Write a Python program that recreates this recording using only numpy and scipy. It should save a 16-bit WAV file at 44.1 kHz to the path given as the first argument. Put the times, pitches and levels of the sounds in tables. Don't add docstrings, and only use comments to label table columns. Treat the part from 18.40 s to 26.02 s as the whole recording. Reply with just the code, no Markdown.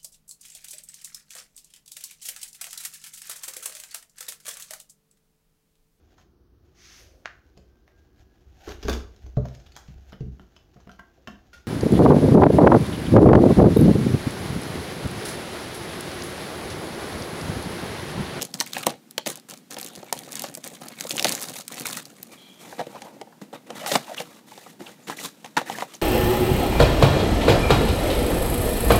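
import sys
import numpy as np
from scipy import signal
from scipy.fft import rfft, irfft
from scipy.io import wavfile
from scipy.ndimage import uniform_filter1d

SR = 44100
rng = np.random.default_rng(int(sys.argv[2]) if len(sys.argv) > 2 else 0)


def wav_record(signal):
    frames = np.transpose(np.atleast_2d(signal))
    bounded = np.clip(frames, -1, 1)
    quanta = np.round(bounded * 32767).astype(np.int16)
    wavfile.write(sys.argv[1], SR, quanta)


N = 336042
TIME = np.arange(N) / SR
MILLISECOND = SR / 1000


def amp(db):
    return 10 ** (np.asarray(db) / 20)


def unit_rms(x):
    return x / np.sqrt(np.mean(x ** 2) + 1e-20)


def unit_energy(x):
    return x / np.sqrt(np.sum(x ** 2) + 1e-20)


def curve_at(points, hz):
    point_hz, value = np.transpose(points)
    return np.interp(np.log(hz + 1), np.log(point_hz + 1), value)


def coloured(x, spectrum):
    hz = np.fft.rfftfreq(len(x), 1 / SR)
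    return irfft(rfft(x) * amp(curve_at(spectrum, hz)), len(x))


def cut(x, hz, side, order=2):
    return signal.sosfilt(signal.butter(order, min(hz, SR / 2 - 10), side, fs=SR, output="sos"), x)


def add(mix, start_s, sound):
    part = mix[max(round(start_s * SR), 0):][:len(sound)]
    part += sound[:len(part)]


def room_tone(level_db=-55):
    # frequency in Hz, relative level in dB.
    tone_spectrum = [(65, -43), (110, -8.5), (170, -0.5), (235, 2), (340, -5.5), (600, -21.5), (1300, -20),
                     (3000, -22.5), (8000, -26.5), (15500, -30)]
    return amp(level_db) * unit_rms(coloured(rng.standard_normal(N), tone_spectrum))


def room_reflections(x, delay_s=0.012, wet_db=-15, dull_hz=4200, taps_per_s=3000):
    # frequency in Hz, seconds to fall 60 dB.
    decay_times = [(150, 0.27), (500, 0.13), (1500, 0.1), (4000, 0.24), (12000, 0.13)]
    taps = rng.choice([-1., 1.], SR // 2) * (rng.random(SR // 2) < taps_per_s / SR)
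    hz, t, bands = signal.stft(taps, SR, nperseg=256)
    decay = np.exp(-np.log(1000) * t / curve_at(decay_times, hz)[:, None])
    tail = signal.istft(bands * decay, SR, nperseg=256)[1]
    out = np.zeros(N)
    add(out, delay_s, signal.oaconvolve(x, cut(unit_energy(tail), dull_hz, "low", order=1)))
    return amp(wet_db) * out


def slips(per_s, spread_db):
    size = amp(spread_db * np.minimum(rng.exponential(1, N), 3.5))
    return size * rng.choice([-1, 1], N) * (rng.random(N) < per_s / SR)


def resonate(x, hz, width_hz):
    turn = np.exp(2j * np.pi * np.cumsum(hz) / SR)
    pole = np.exp(-np.pi * width_hz / SR)
    return 2 * (turn * signal.lfilter([1 - pole], [1, -pole], x / turn)).real


def card_creaks(sharpness=3.9, hiss_db=-6, settle_s=0.15, sag=0.12, edge_s=0.012, fade_db=-4):
    # start in seconds, length in seconds, the card's resonance in Hz, level in dB.
    creak_events = [(0.363, 0.0098, 1680, -34), (1.48, 0.1, 3550, -58), (3.967, 0.29, 3260, -56),
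                    (3.976, 0.13, 3970, -60), (3.898, 0.49, 2370, -63.5), (5.411, 0.055, 606, -39.5),
                    (5.466, 0.072, 703, -36.5), (5.675, 0.026, 910, -42.5), (5.69, 0.046, 670, -37),
                    (5.775, 0.019, 2960, -32.5), (6.395, 0.028, 340, -39), (6.462, 0.014, 2920, -42.5),
                    (6.623, 0.23, 7000, -61), (6.783, 0.014, 2130, -37.5), (6.842, 0.016, 3600, -39),
                    (7.267, 0.031, 1720, -43), (7.341, 0.025, 1710, -40.5), (7.545, 0.015, 6240, -43.5)]
    out = np.zeros(N)
    drive = unit_rms(slips(per_s=1500, spread_db=-3.5)) + amp(hiss_db) * rng.standard_normal(N)
    for start, length, hz, db in creak_events:
        ring = drive[round(start * SR):][:round(length * SR)]
        t = TIME[:len(ring)]
        pitch = hz * (1 + sag * np.exp(-length / settle_s) * (0.5 - t / length))
        for _ in range(2):
            ring = resonate(ring, pitch, width_hz=hz / sharpness / (1 + length / settle_s))
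        pressure = np.clip(np.minimum(t, length - t) / edge_s, 0, 1) * amp(fade_db * t / length)
        add(out, start, amp(db) * unit_rms(ring * pressure))
    return out


def box_ring(centre_hz, spill_db, octaves=0.62, grip_detune=0.042):
    # frequency in Hz, relative level in dB, seconds to fall 60 dB.
    box_modes = [(141.5, -6, 0.15), (178, -2.5, 0.064), (222, -5.5, 0.1), (270.5, -3, 0.05),
                 (331, -2.5, 0.04), (467.4, -3, 0.039), (565, 3.5, 0.019), (716, -1.5, 0.028),
                 (808, 1, 0.028), (932, 3, 0.023), (1430, 9, 0.0086), (1620, 6.5, 0.0096), (1907, 13, 0.01)]
    hz, db, t60 = np.transpose(box_modes)[:, :, None]
    t = np.arange(4096) / SR
    hz = hz * np.exp(grip_detune * rng.standard_normal(hz.shape))
    reach = 1 / (1 + (np.log2(hz / centre_hz) / octaves) ** 4) + amp(spill_db)
    weight = amp(db) * reach * rng.choice([-1, 1], hz.shape)
    modes = weight * np.sin(2 * np.pi * hz * t) * np.exp(-np.log(1000) * t / t60)
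    return unit_energy(modes.sum(0))


def crease(hz, flutter_db=-2, flutter_s=0.0053, bounce_s=0.0023, bounce_gain=0.78):
    t = np.arange(512) / SR
    cycles = rng.uniform(0.3, 0.8)
    flip = np.sin(2 * np.pi * hz * t) * t * np.exp(-t * hz / cycles)
    sheet = cut(cut(rng.standard_normal(len(t)), 0.11 * hz, "high"), 1.56 * hz, "low", order=1)
    sound = unit_energy(flip) + amp(flutter_db) * unit_energy(sheet * np.exp(-t / flutter_s))
    bounce = np.interp(t - bounce_s * rng.uniform(0.6, 1.4), t, sound, left=0)
    return unit_energy(sound + bounce_gain * bounce)


def flexing(x, depth_db, size=5):
    bands = signal.stft(x, SR, nperseg=512)[2]
    patches = uniform_filter1d(rng.standard_normal(bands.shape), size, axis=0)
    patches = uniform_filter1d(patches, size, axis=1)
    return signal.istft(bands * amp(depth_db * unit_rms(patches)), SR, nperseg=512)[1][:N]


def stroke_gain(strokes, levels_db, rest_db, attack_share, sag_db, release_s):
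    held = (TIME >= strokes[0][0]) & (TIME <= strokes[-1][0] + strokes[-1][1])
    power = amp(rest_db) ** 2 * held
    for (start, length, *_), db in zip(strokes, levels_db):
        t = TIME[round(start * SR):][:round(length * SR) + SR // 4] - start
        progress = np.clip(t / length, 0, 1)
        rise = np.minimum(progress / attack_share, 1)
        fall = np.exp(-np.maximum(t - length, 0) / release_s)
        add(power, start, (rise * fall * amp(db + sag_db * (1 - progress))) ** 2)
    return np.sqrt(power)


def friction(strokes, spectrum, slips_per_s, spread_db, hiss_db, clump_db, grip_db,
             bumps_per_s, lowest_hz, rumble_trim_db, grip_rumble_db,
             split_hz=4500, skin_hz=1100, pitches=12, **shape):
    level_db, treble_db, rumble_db = np.transpose(strokes)[2:]
    ticks, bumps = np.zeros(N), np.zeros(N)
    for tick_hz, box_hz in zip(np.geomspace(2500, 12000, pitches), np.geomspace(lowest_hz, 900, pitches)):
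        releases = slips(slips_per_s / pitches, spread_db)
        ticks += signal.oaconvolve(releases, crease(tick_hz, flutter_db=1, flutter_s=0.0007))[:N]
        nudges = slips(bumps_per_s / pitches, spread_db=3.5)
        bumps += signal.oaconvolve(nudges, box_ring(box_hz, spill_db=-26))[:N]
    clumps = amp(clump_db * unit_rms(cut(rng.standard_normal(N), 55, "low")))
    surface = clumps * coloured(unit_rms(ticks) + amp(hiss_db) * rng.standard_normal(N), spectrum)
    dull = unit_rms(flexing(cut(surface, split_hz, "low", order=3), depth_db=3.0))
    bright = unit_rms(cut(surface, split_hz, "high", order=3))
    rumble = unit_rms(clumps * cut(bumps, skin_hz, "low"))
    return (dull * stroke_gain(strokes, level_db, grip_db, **shape)
            + bright * stroke_gain(strokes, level_db + treble_db, grip_db, **shape)
            + rumble * stroke_gain(strokes, rumble_db, grip_rumble_db, **shape) * amp(rumble_trim_db))


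def card_scrape():
    # start and length in seconds, scrape in dB, treble in dB above that, relative rumble in dB.
    card_strokes = [(3.915, 0.017, -47.5, 0, -43.5), (3.94, 0.28, -62, 1.5, -67),
                    (4.19, 0.23, -54, 2, -45.5), (4.381, 0.021, -40, -15, -36),
                    (4.44, 0.25, -54.5, -2, -43.5), (4.71, 0.11, -64, 0, -44.5),
                    (5.014, 0.0097, -53, 1, -40), (5.127, 0.027, -45.5, -7.5, -40),
                    (5.26, 0.099, -52, -5.5, -41.5), (5.345, 0.11, -42, -5, -41),
                    (5.465, 0.051, -35.5, 4.5, -37), (5.518, 0.0058, -31.5, 3, -25),
                    (5.533, 0.017, -28.5, 0, -28), (5.59, 0.15, -48, -2.5, -45),
                    (5.762, 0.054, -40.5, -2, -41), (5.83, 0.16, -56.5, 0, -54), (6.06, .25, -55, 2, -55),
                    (6.39, 0.091, -53.5, 0, -44.5), (6.46, 0.064, -51.5, -2.5, -47.5),
                    (6.52, 0.94, -65, 1.5, -79), (6.668, 0.06, -41, -4, -40),
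                    (6.765, 0.092, -44.5, 3.5, -44), (6.836, 0.019, -38, 4.5, -35),
                    (7.043, 0.011, -43.5, -5, -39), (7.166, 0.023, -29.5, -7.5, -25.5),
                    (7.25, .18, -44, -1, -39), (7.475, 0.065, -52, -2, -56), (7.537, 0.0099, -50, 6, -43.5)]
    # frequency in Hz, relative level in dB.
    card_spectrum = [(590, -5), (1000, -3), (1160, 2), (1620, -2), (1940, 1), (2620, -4), (3200, -7),
                     (3800, -5), (4700, -11.5), (7300, -12), (14300, -16.5), (15500, -19.5)]
    return friction(card_strokes, card_spectrum, slips_per_s=1700, spread_db=5.0, hiss_db=3.0,
                    clump_db=2.0, grip_db=-78,
                    bumps_per_s=1500, lowest_hz=225, rumble_trim_db=-4.0, grip_rumble_db=-55.5,
                    attack_share=0.1, sag_db=1, release_s=0.02)


def film_rustle():
    # start and length in seconds, rustle in dB, treble in dB above that, relative rumble in dB.
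    film_strokes = [(0.0, 0.052, -47.5, 1, -37.5), (0.07, 0.24, -60.5, 0, -52),
                    (0.143, 0.029, -45, 0.5, -40), (0.202, 0.0043, -48, 15, -32),
                    (0.255, 0.13, -54, 4, -53), (0.335, 0.11, -41, -4, -42),
                    (0.458, 0.045, -37.5, -7.5, -33), (0.5, 0.057, -57, -5, -45),
                    (0.862, 0.035, -34, 4, -34), (0.93, 0.054, -53, -11, -50),
                    (1.084, 0.057, -48, 0.5, -48), (1.165, 0.008, -56, 6, -48), (1.25, 2.65, -62.5, 1, -63),
                    (1.3, 0.04, -48.5, 2, -44), (1.367, 0.015, -46, -11, -35.5),
                    (1.39, 0.12, -50.5, -4, -49), (1.5, 0.41, -58.5, -3, -49.5),
                    (1.715, 0.23, -51.5, 0.5, -45), (1.92, 0.17, -46.5, -1, -44),
                    (2.09, 0.083, -62, 4, -46), (2.235, 0.12, -51, 1.5, -45), (2.395, 0.13, -50, -4, -44.5),
                    (2.555, 0.26, -49, 2.5, -48), (2.71, 0.16, -49.5, 8, -38.5),
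                    (2.848, 0.089, -38, 2, -31.5), (2.93, 0.27, -45, 3, -41), (3.29, 0.32, -46, -1, -44),
                    (3.44, 0.14, -43.5, 4.5, -47), (3.63, 0.29, -62.5, 2, -54)]
    # frequency in Hz, relative level in dB.
    film_spectrum = [(590, -33), (1050, 6.5), (1900, 3), (2900, -0.5), (3900, 2), (5000, -3), (7000, 4.5),
                     (12000, 1.5), (15500, 4)]
    return friction(film_strokes, film_spectrum, slips_per_s=480, spread_db=3.9, hiss_db=-11,
                    clump_db=1.5, grip_db=-102,
                    bumps_per_s=440, lowest_hz=175, rumble_trim_db=-2.0, grip_rumble_db=-63.5,
                    attack_share=0.11, sag_db=2.5, release_s=0.017)


def blows(per_tug=3):
    # start in seconds, ring level in dB over 1 ms, centre in Hz, crack in dB above the ring.
    single_taps = [(0.2105, -17, 1240, -8), (0.3676, -19, 814, -18), (0.4688, -6.5, 546, -19),
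                   (0.7797, -18.5, 635, -0.5), (1.367, -28.5, 610, -12), (1.3823, -31.5, 306, -3),
                   (1.5755, -26.5, 220, -24), (1.6295, -27, 546, -13), (1.7257, -15.5, 750, -5),
                   (2.041, -20, 520, -6), (2.174, -28, 380, -20), (2.65, -22.5, 456, -20),
                   (2.707, -26.5, 430, -7), (3.157, -32, 670, -8), (3.4078, -24.5, 296, -6),
                   (3.4546, -22.5, 1420, -20), (3.571, -25.5, 1340, -24), (4.3264, -27.5, 750, -23),
                   (4.468, -24.5, 454, -15.5), (4.6197, -29, 775, -2), (4.8135, -23.5, 710, -9),
                   (4.872, -37, 660, -34), (4.925, -41, 960, -16), (5.016, -24.5, 270, -28),
                   (5.129, -29, 402, -20), (5.136, -26.5, 850, -20), (5.3038, -23.5, 634, -6),
                   (5.4618, -21.5, 950, 2), (5.555, -12.5, 323, -18), (5.745, -38, 900, 9),
                   (5.8019, -18, 600, -4.5), (6.118, -31.5, 705, -12), (6.1764, -31.5, 650, -6),
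                   (6.2633, -30.5, 660, -19), (6.406, -23, 343, -25), (6.686, -24, 300, -11),
                   (6.698, -19, 920, -9.5), (6.724, -26, 1160, -16), (7.046, -30, 594, -1),
                   (7.06, -31.5, 785, -3), (7.174, -17, 240, -24), (7.215, -22, 540, -12),
                   (7.2981, -16, 786, -10.5), (7.385, -22, 960, -4), (7.407, -27, 1420, 0),
                   (7.4226, -13.5, 710, -18), (7.6153, -17, 350, -8)]
    # start and length in seconds, then each blow's level, centre and crack as for a tap.
    seam_tugs = [(0.862, 0.0092, -23, 537, -6), (4.548, 0.017, -28.5, 704, -18),
                 (4.658, 0.019, -35, 660, -24), (2.847, 0.008, -15.5, 626, -3),
                 (4.3935, 0.019, -16.5, 580, -19.5), (5.5155, 0.005, -16, 510, -3.5),
                 (5.5532, 0.0046, -10, 715, -2), (7.168, 0.0095, -9.5, 1090, -9)]
    judders = [(start + delay, db, hz, crack_db) for start, length, db, hz, crack_db in seam_tugs
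               for delay in np.linspace(0, length, per_tug)]
    return list(single_taps) + judders


def box_knocks(contact_s=0.00043, crack_s=0.0025, crack_rise_s=0.00022, push_db=-15, push_s=0.0011,
               drag_s=0.0034):
    out, t = np.zeros(N), np.arange(4096) / SR
    push = unit_energy((1 - t / push_s) * np.exp(-t / push_s))
    for start, db, hz, crack_db in blows():
        fibres = rng.standard_normal(len(t)) * np.exp(-t / crack_s) * (1 - np.exp(-t / crack_rise_s))
        fibres = cut(fibres, 8600, "low")
        crack = unit_energy(cut(cut(fibres, 1300, "high"), 3100, "low", order=1))
        ring = box_ring(hz, spill_db=-22.5) * (1 - np.exp(-t / contact_s))
        drag = rng.standard_normal(len(t)) * np.sqrt(t) * np.exp(-t / drag_s)
        dragged_ring = unit_energy(signal.fftconvolve(ring, drag)[:len(t)])
        drag_db = -13 - 0.44 * db
        ring = unit_energy(ring + amp(drag_db) * dragged_ring)
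        blow = ring + amp(crack_db) * crack + amp(push_db) * push
        add(out, start, amp(db) * np.sqrt(MILLISECOND) * blow)
    return out


def snap(hz, ring_s=0.001, rise_s=0.00017, flutter_cycles=4.5, tick_s=0.004, tick_db=-7):
    note_ratios = [.85, 1.15]
    t = np.arange(700) / SR
    onset = 1 - np.exp(-t / rise_s)
    notes = np.outer(note_ratios, hz) * rng.uniform(0.96, 1.04, (len(note_ratios), 1))
    ring = np.sin(2 * np.pi * (notes * t + rng.random(notes.shape))).sum(0)
    ring = unit_energy(ring * onset * np.exp(-t / ring_s))
    ring_db = -4.5 - 6 * np.log2(hz / 5000)
    flutter, tick = rng.standard_normal((2, len(t))) * onset
    flutter = cut(cut(flutter * np.exp(-t * hz / flutter_cycles), 0.52 * hz, "high"), 1.6 * hz, "low")
    tick = cut(tick * np.exp(-t / tick_s), 600, "high", order=1)
    return unit_energy(amp(ring_db) * ring + unit_energy(flutter) + amp(tick_db) * unit_energy(tick))


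def film_snaps(trim_db=-2.0, follow_db=-15, follow_s=0.0065, stray_octaves=0.55, neighbours=2):
    # start in seconds, relative level in dB, pitch in Hz.
    snap_events = [(0.0138, -21, 4300), (0.0204, -15.5, 5410), (0.0273, -16.5, 7200), (0.051, -23.5, 7340),
                   (0.1411, -18, 5700), (0.196, -31, 3800), (0.2025, -9, 5140), (0.209, -11, 4830),
                   (.2629, -30, 8000), (0.274, -28.5, 4200), (0.3334, -18, 4450), (0.367, -19.5, 2110),
                   (.3826, -22, 7100), (0.43, -27, 4680), (0.4672, -8, 7000), (0.4943, -25, 3920),
                   (0.71, -31, 8900), (0.7796, -11, 3660), (0.8616, -20.5, 4200), (0.87, -24, 3770),
                   (.8736, -20, 7460), (0.9566, -27, 7200), (.9738, -33, 8000), (.9984, -38, 6300),
                   (1.099, -29.5, 6340), (1.11, -28.5, 5600), (1.137, -32, 6040), (1.3087, -27.5, 7160),
                   (1.324, -30, 4900), (1.3431, -28, 4170), (1.367, -30, 3950), (1.3858, -24, 7940),
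                   (1.399, -28, 4530), (1.4133, -23, 9200), (1.429, -24.5, 5150), (1.446, -25.5, 10000),
                   (1.463, -26.5, 7200), (1.473, -30.5, 6400), (1.486, -32, 6500), (1.553, -31, 5600),
                   (1.56, -30, 7100), (1.7271, -11.5, 7900), (1.79, -25, 7300), (1.8354, -34, 5500),
                   (1.9212, -24.5, 8500), (1.9296, -25, 6300), (1.9552, -19, 7250), (1.968, -27, 4630),
                   (1.995, -19, 6300), (2.0206, -19.5, 8650), (2.0379, -23, 6800), (2.1413, -31, 7400),
                   (2.151, -21.5, 6700), (2.1739, -29, 9400), (2.241, -25, 4480), (2.247, -28.5, 8200),
                   (2.276, -24.5, 8340), (2.4847, -25.5, 7900), (2.5863, -38, 8500), (2.6, -29, 9900),
                   (2.6087, -16, 5580), (2.6692, -26, 4600), (2.6945, -20, 8300), (2.708, -13.5, 4330),
                   (2.715, -18.5, 6540), (2.7606, -26, 5800), (2.768, -19.5, 7800), (2.7798, -15, 3360),
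                   (2.7863, -19, 3320), (2.7953, -10.5, 3220), (2.8085, -29, 6300), (2.8257, -14, 6530),
                   (2.845, -5, 4350), (2.8692, -16, 4230), (2.8844, -16, 5100), (2.893, -12.5, 7000),
                   (2.922, -14, 6900), (2.9253, -20, 8300), (2.9432, -27, 5800), (2.951, -15.5, 6000),
                   (2.997, -28, 8340), (3.007, -27, 7000), (3.016, -22, 9000), (3.025, -21, 7600),
                   (3.0311, -20.5, 9000), (3.0415, -26, 7500), (3.0578, -32, 7100), (3.086, -24, 6100),
                   (3.0962, -27, 7900), (3.139, -31, 7300), (3.157, -29, 6200), (3.166, -32, 9300),
                   (3.1885, -29, 8400), (3.2091, -27, 4480), (3.28, -21, 7000), (3.3217, -28, 11000),
                   (3.3428, -27.5, 7640), (3.357, -33, 4800), (3.398, -22.5, 11700), (3.41, -27, 7660),
                   (3.419, -28, 7500), (3.468, -16.5, 8600), (3.488, -26, 7700), (3.493, -27, 6400),
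                   (3.541, -34, 9100), (3.571, -20.5, 8200), (3.6543, -29.5, 4760), (3.83, -23.5, 10900)]
    out = np.zeros(N)
    for start, db, hz in snap_events:
        size = amp(db + trim_db) * np.sqrt(MILLISECOND)
        add(out, start, size * snap(hz))
        offsets_s = follow_s * rng.uniform(-0.5, 1, neighbours)
        shifts = stray_octaves * rng.uniform(-0.36, 1, neighbours)
        for offset, octaves in zip(offsets_s, shifts):
            add(out, start + offset, size * amp(follow_db) * crease(hz * 2 ** octaves))
    return out


def scene():
    near = film_rustle() + card_scrape() + film_snaps() + box_knocks() + card_creaks()
    background = room_tone()
    return (near + room_reflections(near) + background)[None]


def record(dry):
    thinned = cut(np.tanh(dry), 118.0, "high", order=3)
    band_limit = signal.firwin(511, 15650, window=("kaiser", 9), fs=SR)
    return signal.oaconvolve(thinned, band_limit[None], "same")


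dry = scene()
out = record(dry)
wav_record(out)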